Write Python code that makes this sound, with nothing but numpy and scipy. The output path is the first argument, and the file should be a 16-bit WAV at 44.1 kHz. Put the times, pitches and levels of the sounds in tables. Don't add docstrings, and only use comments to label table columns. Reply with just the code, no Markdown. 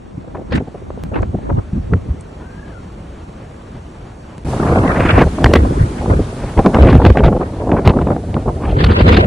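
import sys
import numpy as np
from scipy import signal
from scipy.io import wavfile
from scipy.ndimage import uniform_filter1d

SR = 44100
rng = np.random.default_rng(int(sys.argv[2]) if len(sys.argv) > 2 else 0)


def dump(signal):
    limited = np.clip(np.atleast_2d(signal).T, -1, 1)
    pcm = np.round(limited * 32767).astype(np.int16)
    wavfile.write(sys.argv[1], SR, pcm)


def invert_db(level):
    return 10 ** (np.asarray(level, dtype=float) / 20)


N = 408366
CUT_START_S, CUT_END_S = 4.4405, 4.4465
TURN_S = 8.6
# [t/s, f/Hz]
SPLIT = [(0, 138), (2.15, 137), (2.35, 335), (4.44, 330), (4.46, 885), (5.05, 900), (5.25, 530), (5.7, 446),
         (6.2, 477), (6.4, 657), (8.6, 655), (9.26, 460)]


def evened(x):
    return x / np.sqrt(np.mean(x ** 2) + 1e-20)


def spectrum(points, hz):
    f, value = np.transpose(points)
    return np.interp(np.log(hz + 1), np.log(f + 1), value)


def follow(rows, t):
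    s, *columns = np.transpose(rows)
    return [np.interp(t, s, c) for c in columns]


def wander(t, lo_hz, hi_hz):
    rates = np.geomspace(lo_hz, hi_hz, num=30)
    phases = rng.random(30)
    return evened(sum(np.sin(2 * np.pi * (f * t + p)) / f ** 0.066 for f, p in zip(rates, phases)))


def frame_grid(size):
    return np.arange(4 * N // size + 5) * size / 4 / SR, np.fft.rfftfreq(size, 1 / SR)[:, None]


def noise(gain):
    size = 2 * len(gain) - 2
    a, b = rng.standard_normal((gain.shape[1], len(gain), 2)).T
    return 1.26 * signal.istft(gain * (a + 1j * b), nperseg=size, noverlap=3 * size // 4)[1][:N]


def unit(gain, hz, lo_hz, hi_hz):
    return gain / np.sqrt((gain ** 2 * (hz > lo_hz) * (hz < hi_hz)).sum(0) + 1e-20)


def drifting_patches(shape, bins, frames):
    patches = rng.standard_normal(shape[::-1]).T
    patches = uniform_filter1d(patches, size=bins, axis=0)
    return evened(uniform_filter1d(patches, size=frames, axis=1))


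def gusting(rows, t, steady_db, steady_reach_db):
    s, db, length, *reach_db = np.transpose(rows)[:, :, None]
    fall_db, rise, blunt = 23.5, 1.194, 1.344
    away = abs(t - s) / length * np.where(t < s, rise, 1)
    power = invert_db(2 * (db - fall_db * away ** blunt))
    steady = invert_db(2 * steady_db)
    total = power.sum(0) + steady
    mixed = (power * sum(reach_db)).sum(0) + steady * steady_reach_db
    return 10 * np.log10(total), mixed / total


def eddies(level_db, reach_db, hz, low_hz, corner_hz, top_hz, tilt, band):
    corner = np.minimum(corner_hz * invert_db(.5 * reach_db), top_hz)
    cliff = 1 / np.sqrt(1 + (hz / corner) ** 20)
    foot = invert_db(-8.0) * np.minimum(corner / (hz + 1), 1) ** 2
    bass_cut = np.sqrt(1 + (low_hz / (hz + 1)) ** 4.5)
    shape = (hz + 1) ** -tilt * (cliff + foot) / bass_cut
    return unit(shape, hz, *band) * invert_db(level_db)


def parting(t, hz):
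    return 1 / np.sqrt(1 + (follow(SPLIT, t)[0] / (hz + 1)) ** 12)


def buffeting():
    # [t/s, strength/dB, reach/dB, crosswind/dB]
    steady_air = [(0, -90, 13, -41), (.45, -40, -35, -36), (.65, -66, -31, -45), (1.06, -32, -37, -33),
                  (1.47, -34, -27, -39), (1.68, -49, -26, -52), (2.3, -51, -11, -40.5),
                  (4.44, -62, -21, -43.5), (4.46, -25.5, -10.5, -56), (4.7, -16.5, -4.5, -30),
                  (4.95, -20, 5, -37), (5.1, -15, 21, -32), (5.33, -31, -34, -44), (5.55, -15.5, -22, -33),
                  (5.95, -27.5, -27.5, -37), (6.38, -58, -10, -51), (7.5, -29, -9, -58),
                  (8.55, -26.5, -19.5, -51), (8.64, -21.5, -5.5, -44)]
    # [peak t/s, level/dB, length/s, reach/dB]
    railing_gusts = [(.147, -38, 0.034, -47), (.18, -27, 0.016, -37), (.375, -31.5, 0.071, -13),
                     (.565, -16, 0.091, -30), (1.22, -22, 0.043, -8), (1.35, -17.5, 0.04, -29),
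                     (1.58, -14, 0.029, -30), (1.735, -24, 0.021, -41), (1.77, -14.5, 0.056, -34),
                     (1.93, -13.5, 0.049, -26.5), (2.1, -27, 0.088, -26.5)]
    # [peak t/s, level/dB, length/s, reach/dB]
    tree_gusts = [(4.8, -17, 0.37, -19), (5.0, -13.5, 0.046, 10), (5.2, -8, 0.059, 8),
                  (5.453, -16, 0.13, -7.5), (6.116, -15, 0.14, -21), (6.2, -8.5, 0.019, -23),
                  (6.45, -32.5, 0.21, 10), (6.592, -9.5, 0.051, -10.5), (6.674, -7.5, 0.059, -10.5),
                  (6.76, -7, 0.036, -5), (6.841, -3.5, 0.1, -17), (6.891, -3.5, 0.043, -15),
                  (6.948, -1, 0.047, -25.5), (7.065, -5, 0.057, -16.5), (7.108, -2, 0.016, -25),
                  (7.22, -11.5, 0.13, -16.5), (7.259, -4.5, 0.029, -15), (7.32, -17, 0.2, -16.5),
                  (7.715, -9.5, 0.081, -13), (7.785, -15.5, 0.065, -19), (7.883, -6, 0.055, -9),
                  (7.972, -13.5, 0.12, -17.5), (8.113, -14, 0.077, -15), (8.358, -11.5, 0.036, -16.5),
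                  (8.488, -17, 0.042, -8), (8.779, -16, 0.17, -28.5), (8.92, -15, 0.28, -29),
                  (9.11, -9.5, 0.19, -22), (9.24, -14, 0.5, -17.5)]
    t, hz = frame_grid(size=512)
    wind_db, reach_db, cross_db = follow(steady_air, t)
    body_db, reach_db = gusting(railing_gusts + tree_gusts, t, wind_db, reach_db)
    flicker = wander(t, 9, 70) * (1 - 0.29 * invert_db(2 * (wind_db - body_db)))
    body = eddies(body_db + 3.4 * flicker - .7, reach_db + 1.3 * flicker + 0.062, hz,
                  low_hz=121.0, corner_hz=1764, top_hz=2650, tilt=0.84, band=(150, 700))
    apart, leak = one_port_eddies(t, hz, body_db, cross_db)
    return noise(body) + thumps(t, wind_db), apart, leak


def thumps(t, wind_db):
    # [peak t/s, level/dB, length/s]
    swells = [(.545, -16, 0.11), (1.22, -16.5, 0.12), (1.55, -9, 0.091), (1.76, -20, 0.12),
              (1.93, -12.5, 0.14), (2.1, -13.5, 0.05), (4.88, -13, 0.043), (5.0, -5, 0.041),
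              (5.15, -4, 0.12), (5.26, -6.5, 0.044), (5.45, -3, 0.054), (5.59, -9, 0.22), (5.81, 2, 0.054),
              (6.12, -7.5, 0.079), (6.2, -12.5, 0.092), (6.45, -14, 0.044), (6.59, 2, 0.029),
              (6.83, 3.5, 0.085), (6.92, -0.5, 0.015), (7.0, -6.5, 0.35), (7.11, -1.5, 0.03),
              (7.26, 4, 0.044), (7.88, 8, 0.041), (8.03, -9, 0.066), (8.36, -17.5, 0.12), (8.49, -17, 0.08),
              (8.75, -16, 0.37), (8.87, -6.5, 0.097), (9.03, -7, 0.11), (9.23, -7.5, 0.5)]
    # [f/Hz, level/dB per Hz]
    thump_tone = [(13, -21), (25, -13.5), (45, 4), (84, 4), (200, -14.5), (420, -130)]
    thump_db = gusting(swells, t, 0.47 * wind_db - 12, 0)[0]
    slow, low_hz = frame_grid(size=4096)
    thump = evened(noise(invert_db(spectrum(thump_tone, low_hz) + 0 * slow)))
    lumps_db = thump_db + 1.63 * wander(t, 6.3, 30) - .7
    return invert_db(np.interp(np.arange(N) / SR, t, lumps_db)) * thump


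def one_port_eddies(t, hz, body_db, cross_db):
    # [peak t/s, level/dB, length/s, reach/dB]
    crosswind_gusts = [(.55, -18, 0.062, -6.5), (.9, -40, 0.29, -25), (1.16, -17.5, 0.06, -19),
                       (1.23, -16, 0.017, -25), (1.58, -14.5, 0.034, -27), (1.9, -33.5, 0.47, -35),
                       (1.5, -22, 0.14, -27), (4.62, -23.5, .08, -26.5), (4.77, -22, 0.34, -16.5),
                       (4.91, -16.5, 0.11, -17), (5.02, -18, .1, -26), (5.1, -8, 0.031, -10),
                       (5.17, -6.5, 0.03, -19.5), (5.46, -32.5, 0.26, 18), (5.57, -22, 0.07, -1),
                       (5.66, -20, 0.23, -26), (5.81, -20.5, 0.12, -19.5), (5.99, -28, 0.054, -9),
                       (6.12, -16, 0.073, -21.5), (6.18, -31, 0.03, -6), (6.28, -32, 0.073, -25),
                       (6.6, -26, 0.044, -25), (6.82, -19.5, 0.13, -7.5), (7.07, -26.5, 0.13, 6),
                       (7.43, -28, 0.094, -18), (7.61, -33, 0.052, -16), (7.8, -28, 0.051, -21),
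                       (8.0, -27.5, 0.12, -27.5), (8.12, -20, 0.037, -25), (8.35, -28, 0.062, -26),
                       (8.5, -28, 0.17, -29), (8.68, -28, 0.089, -32), (8.74, -22, 0.03, -15),
                       (8.77, -15, 0.03, -25), (8.81, -13, 0.05, 0), (8.84, -21, 0.022, -8),
                       (8.9, -12.5, 0.088, -24), (8.965, -10, 0.05, 3), (9.005, -10, 0.027, -5),
                       (9.095, -8.5, 0.13, -7), (9.18, -9, .025, -5), (9.21, -8.5, 0.043, -7),
                       (9.245, -14, 0.046, -10)]
    # [peak t/s, level/dB, length/s, reach/dB]
    fizzes = [(1.145, -27.5, 0.011, -9), (1.16, -21.5, 0.011, -9), (1.175, -27, .015, -11),
              (1.19, -27, .012, -12), (5.71, -38, 0.036, -22), (5.81, -34, 0.032, -24),
              (8.645, -31.5, 0.056, -9), (8.7, -31.5, 0.067, -6.5), (8.715, -28, .008, 4),
              (8.76, -38.5, 0.042, -6), (8.81, -21.5, 0.061, -2), (8.845, -14, 0.013, 0),
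              (8.866, -19, 0.013, 0), (8.897, -18, 0.027, -7.5), (8.922, -16.5, 0.022, 7),
              (8.97, -25, .04, -9), (8.993, -17.5, 0.014, 2), (9.01, -17.5, 0.033, 1),
              (9.055, -30.5, .05, 0), (9.082, -12.5, 0.024, 0), (9.097, -17, 0.019, -2),
              (9.135, -14.5, 0.059, 0), (9.172, -15, 0.042, 0), (9.215, -27, 0.018, 1),
              (9.245, -29.5, 0.036, -8)]
    uneven_db = body_db + np.where(t < CUT_END_S, -17, -22)
    steady_db = 10 * np.log10(invert_db(2 * cross_db) + invert_db(2 * uneven_db))
    level_db, reach_db = gusting(crosswind_gusts, t, steady_db, -28)
    flicker = wander(t, 27, 90)
    apart = eddies(level_db + 1.4 * flicker - 4.5, reach_db + 3.8 * flicker, hz,
                   low_hz=follow(SPLIT, t)[0], corner_hz=5060, top_hz=4800, tilt=0.97, band=(400, 1500))
    leak = invert_db(0.7 + 0.28 * np.minimum(reach_db + 2.0, 0)) * apart
    leak = leak / np.sqrt(1 + (1200 / (hz + 1)) ** 10 + (hz / 5000) ** 24)
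    fizz = eddies(*gusting(fizzes, t, -86, 0), hz,
                  low_hz=980, corner_hz=4870, top_hz=4560, tilt=0.8, band=(1000, 4000))
    fizz = fizz * invert_db(2.5 * flicker - 2.2) / np.sqrt(1 + (hz / 5000) ** 36)
    leak = np.hypot(leak * (t < TURN_S), fizz)
    apart = apart / np.where(t < TURN_S, 1, (1 + (hz / 1400) ** 4) ** 0.11)
    return noise(apart * parting(t, hz)), leak


def clumped(gain):
    patches = drifting_patches(gain.shape, bins=4, frames=16)
    depth_db = np.where(frame_grid(size=512)[0] < TURN_S, 4.4, 2.0)
    return noise(gain * invert_db(depth_db * patches - 2.7))


def storm():
    # [t/s, level/dB]
    hiss_curve = [(0, -64.5), (.7, -62), (2.65, -59.5), (4.44, -59.5), (4.446, -51), (4.5, -43.5),
                  (4.7, -45.5), (6.7, -48), (7.2, -53.5), (8.3, -54), (9.26, -52)]
    # [f/Hz, level/dB per Hz]
    roar_tone = [
        [(20, -35), (35, 4), (60, -6.5), (150, -5.5), (400, -14), (1100, -25), (4500, -41), (6000, -61)],
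        [(40, -56), (200, -16), (560, -15), (930, 2), (1500, -11), (3400, -14), (3900, -42), (5000, -19), (6000, -65)],
    ]
    # [f/Hz, level/dB per Hz]
    railing_hiss = [
        [(2600, -19), (4400, -18), (4900, -10), (5400, 5), (8700, 1.5), (9900, -6.5), (11300, -11.5), (13000, -51)],
        [(4300, -44), (4600, 4), (5200, -3), (5800, -38), (7600, -29), (8300, -4), (11300, -1), (12500, -44)],
    ]
    # [f/Hz, level/dB per Hz]
    tree_hiss = [
        [(2000, -20), (3500, -4.5), (9200, -5), (11000, -11), (11800, -24), (12800, -22.5), (13300, -50)],
        [(2000, -38), (3500, -2.5), (4500, -2), (10800, -4), (11200, -19), (11800, -29), (12800, -25), (13300, -48)],
    ]
    t, hz = frame_grid(size=1024)
    hiss_db, = follow(hiss_curve, t)
    first_shot = t < CUT_END_S
    out = []
    for k, roar_trim_db, near_trim_db, trees_trim_db in ((0, -7, -1, 0.33), (1, -19.5, -11.5, -1)):
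        patches = drifting_patches((len(hz), len(t)), bins=10, frames=12)
        roar_db = hiss_db + np.where(first_shot, 28, 24) + roar_trim_db + 1.3 * wander(t, 3, 22)
        roar = unit(invert_db(spectrum(roar_tone[k], hz)), hz, 200, 2000) * invert_db(roar_db)
        near = unit(invert_db(spectrum(railing_hiss[k], hz)), hz, 4950, 8640) * invert_db(near_trim_db)
        trees = unit(invert_db(spectrum(tree_hiss[k], hz)), hz, 3960, 11900) * invert_db(trees_trim_db)
        hiss = np.where(first_shot, near, trees) * invert_db(hiss_db)
        out.append(noise(parting(t, hz) ** k * np.hypot(roar, hiss) * invert_db(1.05 * patches)))
    return out


def slaps():
    # [peak t/s, level/dB, reach/dB, length/s]
    railing_slaps = [(0.244, -32, -34, 0.0055), (0.279, -31.5, -40, 0.0057), (0.352, -18, -27, 0.014),
                     (0.37, -27, -20, 0.0088), (0.525, -14.5, -8.5, 0.014), (0.557, -24.5, 4, 0.031),
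                     (0.579, -16, -18, 0.011), (0.387, -29, -41.5, 0.011), (0.607, -27, -44, 0.0098),
                     (0.678, -28.5, -41, 0.0079), (0.749, -22.5, -35, 0.0084), (0.82, -33.5, -42, 0.0051),
                     (0.905, -15.5, -32.5, 0.0032), (0.977, -21.5, -36, 0.003), (1.125, -29, -41.5, 0.017),
                     (1.164, -16.5, -26, 0.016), (0.417, -27.5, -42, 0.0066), (1.188, -22, -21, 0.015),
                     (1.333, -34, -38, 0.01), (1.387, -34, -45.5, 0.0068), (1.917, -27, -31, .008),
                     (1.23, -15, -21, 0.0067), (1.223, -27, -25, .005), (1.347, -20, -44, 0.0063),
                     (1.5, -13, -31, 0.014), (1.59, -20, -27, 0.0088), (1.936, -7, -24, 0.0056)]
    # [peak t/s, level/dB, reach/dB, length/s]
    tree_slaps = [(4.675, -15, -22.5, 0.029), (4.77, -11.5, -27, 0.0068), (5.18, 5.5, -30, 0.0032),
                  (5.216, -1, -22.5, 0.018), (5.444, 8, -11, 0.0025), (5.462, 1, -21, 0.0094),
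                  (5.538, 3.5, -3.5, 0.005), (5.557, 1, -14, 0.013), (6.577, -12.5, -16.5, 0.0063),
                  (6.662, 1, -11.5, 0.0026), (6.746, -1, -15.5, 0.0046), (6.821, -10.5, -8, 0.015),
                  (6.848, -18, -10, 0.0082), (6.873, -9, -15.5, 0.014), (6.888, -4, -19, 0.0082),
                  (6.903, -12, -9, 0.022), (6.929, -2, -23, 0.0062), (6.947, -14, -14, 0.049),
                  (7.052, 1.5, -14.5, 0.0026), (7.064, -6, -10, 0.014), (7.173, 3, -22, 0.0048),
                  (7.187, -13.5, -14, 0.023), (7.25, -13.5, -11.5, 0.05), (7.7176, -7.5, -18, 0.0065),
                  (7.857, -15, -8.5, 0.026), (7.876, 4, -14.5, 0.0077), (7.896, -12, -10, 0.021),
                  (7.772, -16, -22, 0.031), (7.795, -15, -24, 0.0055), (8.016, -23.5, -13.5, 0.019),
                  (8.072, -26, -14, 0.0084), (8.118, -22, -16, .003), (8.343, -11.5, -10, 0.0026),
                  (9.085, -16, -9, 0.01), (9.13, -11.5, -7.5, 0.015)]
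    # [peak t/s, level/dB, length/s]
    flutter_rows = [(4.537, -13.5, 0.0083), (4.6, -8, 0.0056), (4.723, -9, 0.0046), (4.667, -5, 0.003),
                    (4.76, -4, 0.0024), (4.788, -11, 0.0044), (4.9, -13, 0.015), (4.983, -15, 0.015),
                    (5.033, -43, 0.014), (5.269, -15, 0.0082), (5.441, -18, 0.005), (5.517, -9, 0.0054),
                    (6.77, -4, 0.0046), (6.786, -2, 0.0058), (7.157, -8, 0.009), (7.238, -4, 0.0086),
                    (7.414, -28, 0.0086), (7.614, -17.5, 0.026), (7.693, -9.5, 0.0064), (7.73, -8, 0.0036),
                    (7.938, -12.5, 0.0068), (7.99, -5.5, 0.0052), (8.015, -11, 0.0087), (8.071, -9, 0.004),
                    (8.086, -12, 0.0072), (8.123, -12, 0.0055), (8.368, -9, 0.0072), (8.464, -17.5, 0.011),
                    (8.645, -19, 0.0067), (5.386, -10.5, 0.0072), (6.022, -18.5, 0.021),
                    (6.06, -11, 0.0039), (5.652, -17.5, 0.0081), (6.106, -12, 0.012), (6.194, -22, 0.0086),
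                    (6.224, -34, 0.0047), (6.327, -30, 0.0077), (6.44, -17.5, 0.0055), (6.694, -27, 0.012),
                    (7.001, -9.5, 0.015), (7.02, -4.5, 0.0091), (7.102, 0.5, 0.0042), (7.207, -7, 0.005),
                    (7.282, -3, 0.0063), (7.328, -12, 0.018), (7.367, -10, .009), (7.413, -10.5, 0.023),
                    (7.767, -8, 0.0068), (7.788, -9.5, 0.0085), (7.971, -9, 0.0072), (8.105, -4.5, 0.0041),
                    (8.164, -8, 0.0047), (8.855, -23, 0.0087)]
    t, hz = frame_grid(size=128)
    power = np.zeros((len(hz), len(t)))
    flutters = [(s, db, -27.5 + 0.56 * db, length) for s, db, length in flutter_rows]
    for s, db, reach_db, length in railing_slaps + tree_slaps + flutters:
        middle = round(s * SR / 32)
        near = slice(middle - 60, middle + 60)
        quicker = 1 + 4.1 * (t[near] < s)
        puff_db = -14 * ((t[near] - s) / max(length, .002)) ** 2 * quicker
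        puff_db = np.maximum(puff_db, -200)
        puff = eddies(db - 8.0 + puff_db, reach_db + 0.88 * puff_db, hz,
                      low_hz=244, corner_hz=7800, top_hz=9800, tilt=0.99, band=(600, 4000))
        power[:, near] += puff ** 2
    return noise(np.sqrt(power))


def ticks():
    # [t/s, level/dB, f/Hz, t60/s]
    knocks = [
        (1.0374, -15, 154, 0.047),
        (1.222, -29, 6500, 0.0018),
        (2.21, -24, 8400, 0.0022),
        (4.381, -21.5, 150, 0.03),
        (4.381, -39, 7000, .002),
    ]
    out, t = np.zeros(N), np.arange(2000) / SR
    for s, db, hz, t60 in knocks:
        out[round(s * SR):][:2000] += invert_db(db - 60 * t / t60) * np.cos(2 * np.pi * hz * t)
    return out


def whistle():
    # [t/s, f/Hz, level/dB]
    rod_tone = [(2.42, 1420, -51), (2.46, 1523, -50), (2.53, 1600, -53), (2.666, 1669, -49.5),
                (2.716, 1635, -56), (2.76, 1420, -45), (2.81, 1370, -53)]
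    out, t = np.zeros(N), np.arange(rod_tone[0][0], rod_tone[-1][0], 1 / SR)
    hz, db = follow(rod_tone, t)
    turns = np.cumsum(hz + 33 * wander(t, 24, 140)) / SR
    level = invert_db(db + 5.5 + 3.4 * wander(t, 18, 90))
    out[round(t[0] * SR):][:len(t)] = level * np.sin(2 * np.pi * turns)
    return out


def spray(dry):
    strained = abs(dry.mean(0)) > 0.62
    over = uniform_filter1d(strained * 1., size=900)
    band = signal.butter(6, (11000, 15500), "band", fs=SR, output="sos")
    return invert_db(-50) * np.sqrt(abs(over)) * signal.sosfilt(band, rng.standard_normal((N, 2)).T)


def thrifty(pair):
    # [f/Hz, share]
    spared = [(11000, .4), (11400, .3), (11800, .04), (12300, .06), (12900, .25), (13400, 0)]
    both = np.array([pair[0] + pair[1], pair[0] - pair[1]]) / 2
    hz, t, z = signal.stft(both, SR, nperseg=1024, noverlap=768)
    hz, power = hz[:, None], abs(z) ** 2
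    bands = power[:, :512].reshape(2, 64, 8, -1).mean(2)
    band_of_bin = np.minimum(np.arange(513) // 8, 63)
    now = bands[:, band_of_bin]
    bands = uniform_filter1d(bands, size=9, axis=2)[:, band_of_bin]
    facing_db = np.where(t < TURN_S, -6 - 6 * (hz < 1500), -12 + 8 * (hz > 5000))
    middle_db = np.where(t < CUT_END_S, -14, facing_db)
    apart_db = np.where(hz < 1500, -26, np.where(hz < 4600, -6, -13)) + 0 * t
    hidden_db = np.array([middle_db, apart_db])
    luck = rng.random((len(t) // 6 + 1, 64, 2)).T
    luck = luck.repeat(6, axis=2)[:, band_of_bin, :len(t)]
    keep = bands > bands[::-1] * invert_db(2 * (hidden_db - 3 + 7 * luck - 9 * (luck < .4)))
    strong = bands > invert_db(-176 + 12 * luck + 8 * (hz < 13300))
    lucky = luck[0] < spectrum(spared, hz) * (t > CUT_END_S)
    keep &= (hz < 11000) | strong | lucky
    keep[0] &= (hz < 9300) | (bands[0] > invert_db(-192 + 9 * luck[0]))
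    keep &= power > np.clip(hz / 9000, 0, .7) * now
    middle, apart = signal.istft(z * keep, SR, nperseg=1024, noverlap=768)[1][:, :N]
    return np.array([middle + apart, middle - apart])


def scene():
    wind, wind_apart, leak = buffeting()
    far, far_apart = storm()
    tone = whistle()
    middle = wind + slaps() + far + ticks() + .8 * tone + clumped(leak)
    apart = wind_apart + far_apart + 0.5 * tone
    return np.array([middle + apart, middle - apart])


def roll_off(x):
    return signal.sosfilt(signal.butter(12, 15700, fs=SR, output="sos"), x)


def record(dry):
    t = np.arange(N) / SR
    bass_cut = signal.butter(2, 38, "high", fs=SR, output="sos")
    clipped = np.clip(signal.sosfilt(bass_cut, dry), -.975, .975)
    gap = 1 - .95 * (t > CUT_START_S) * (t < CUT_END_S)
    mix = thrifty(clipped + spray(dry)) * uniform_filter1d(gap, size=40)
    return roll_off(mix)


dry = scene()
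out = record(dry)
dump(out)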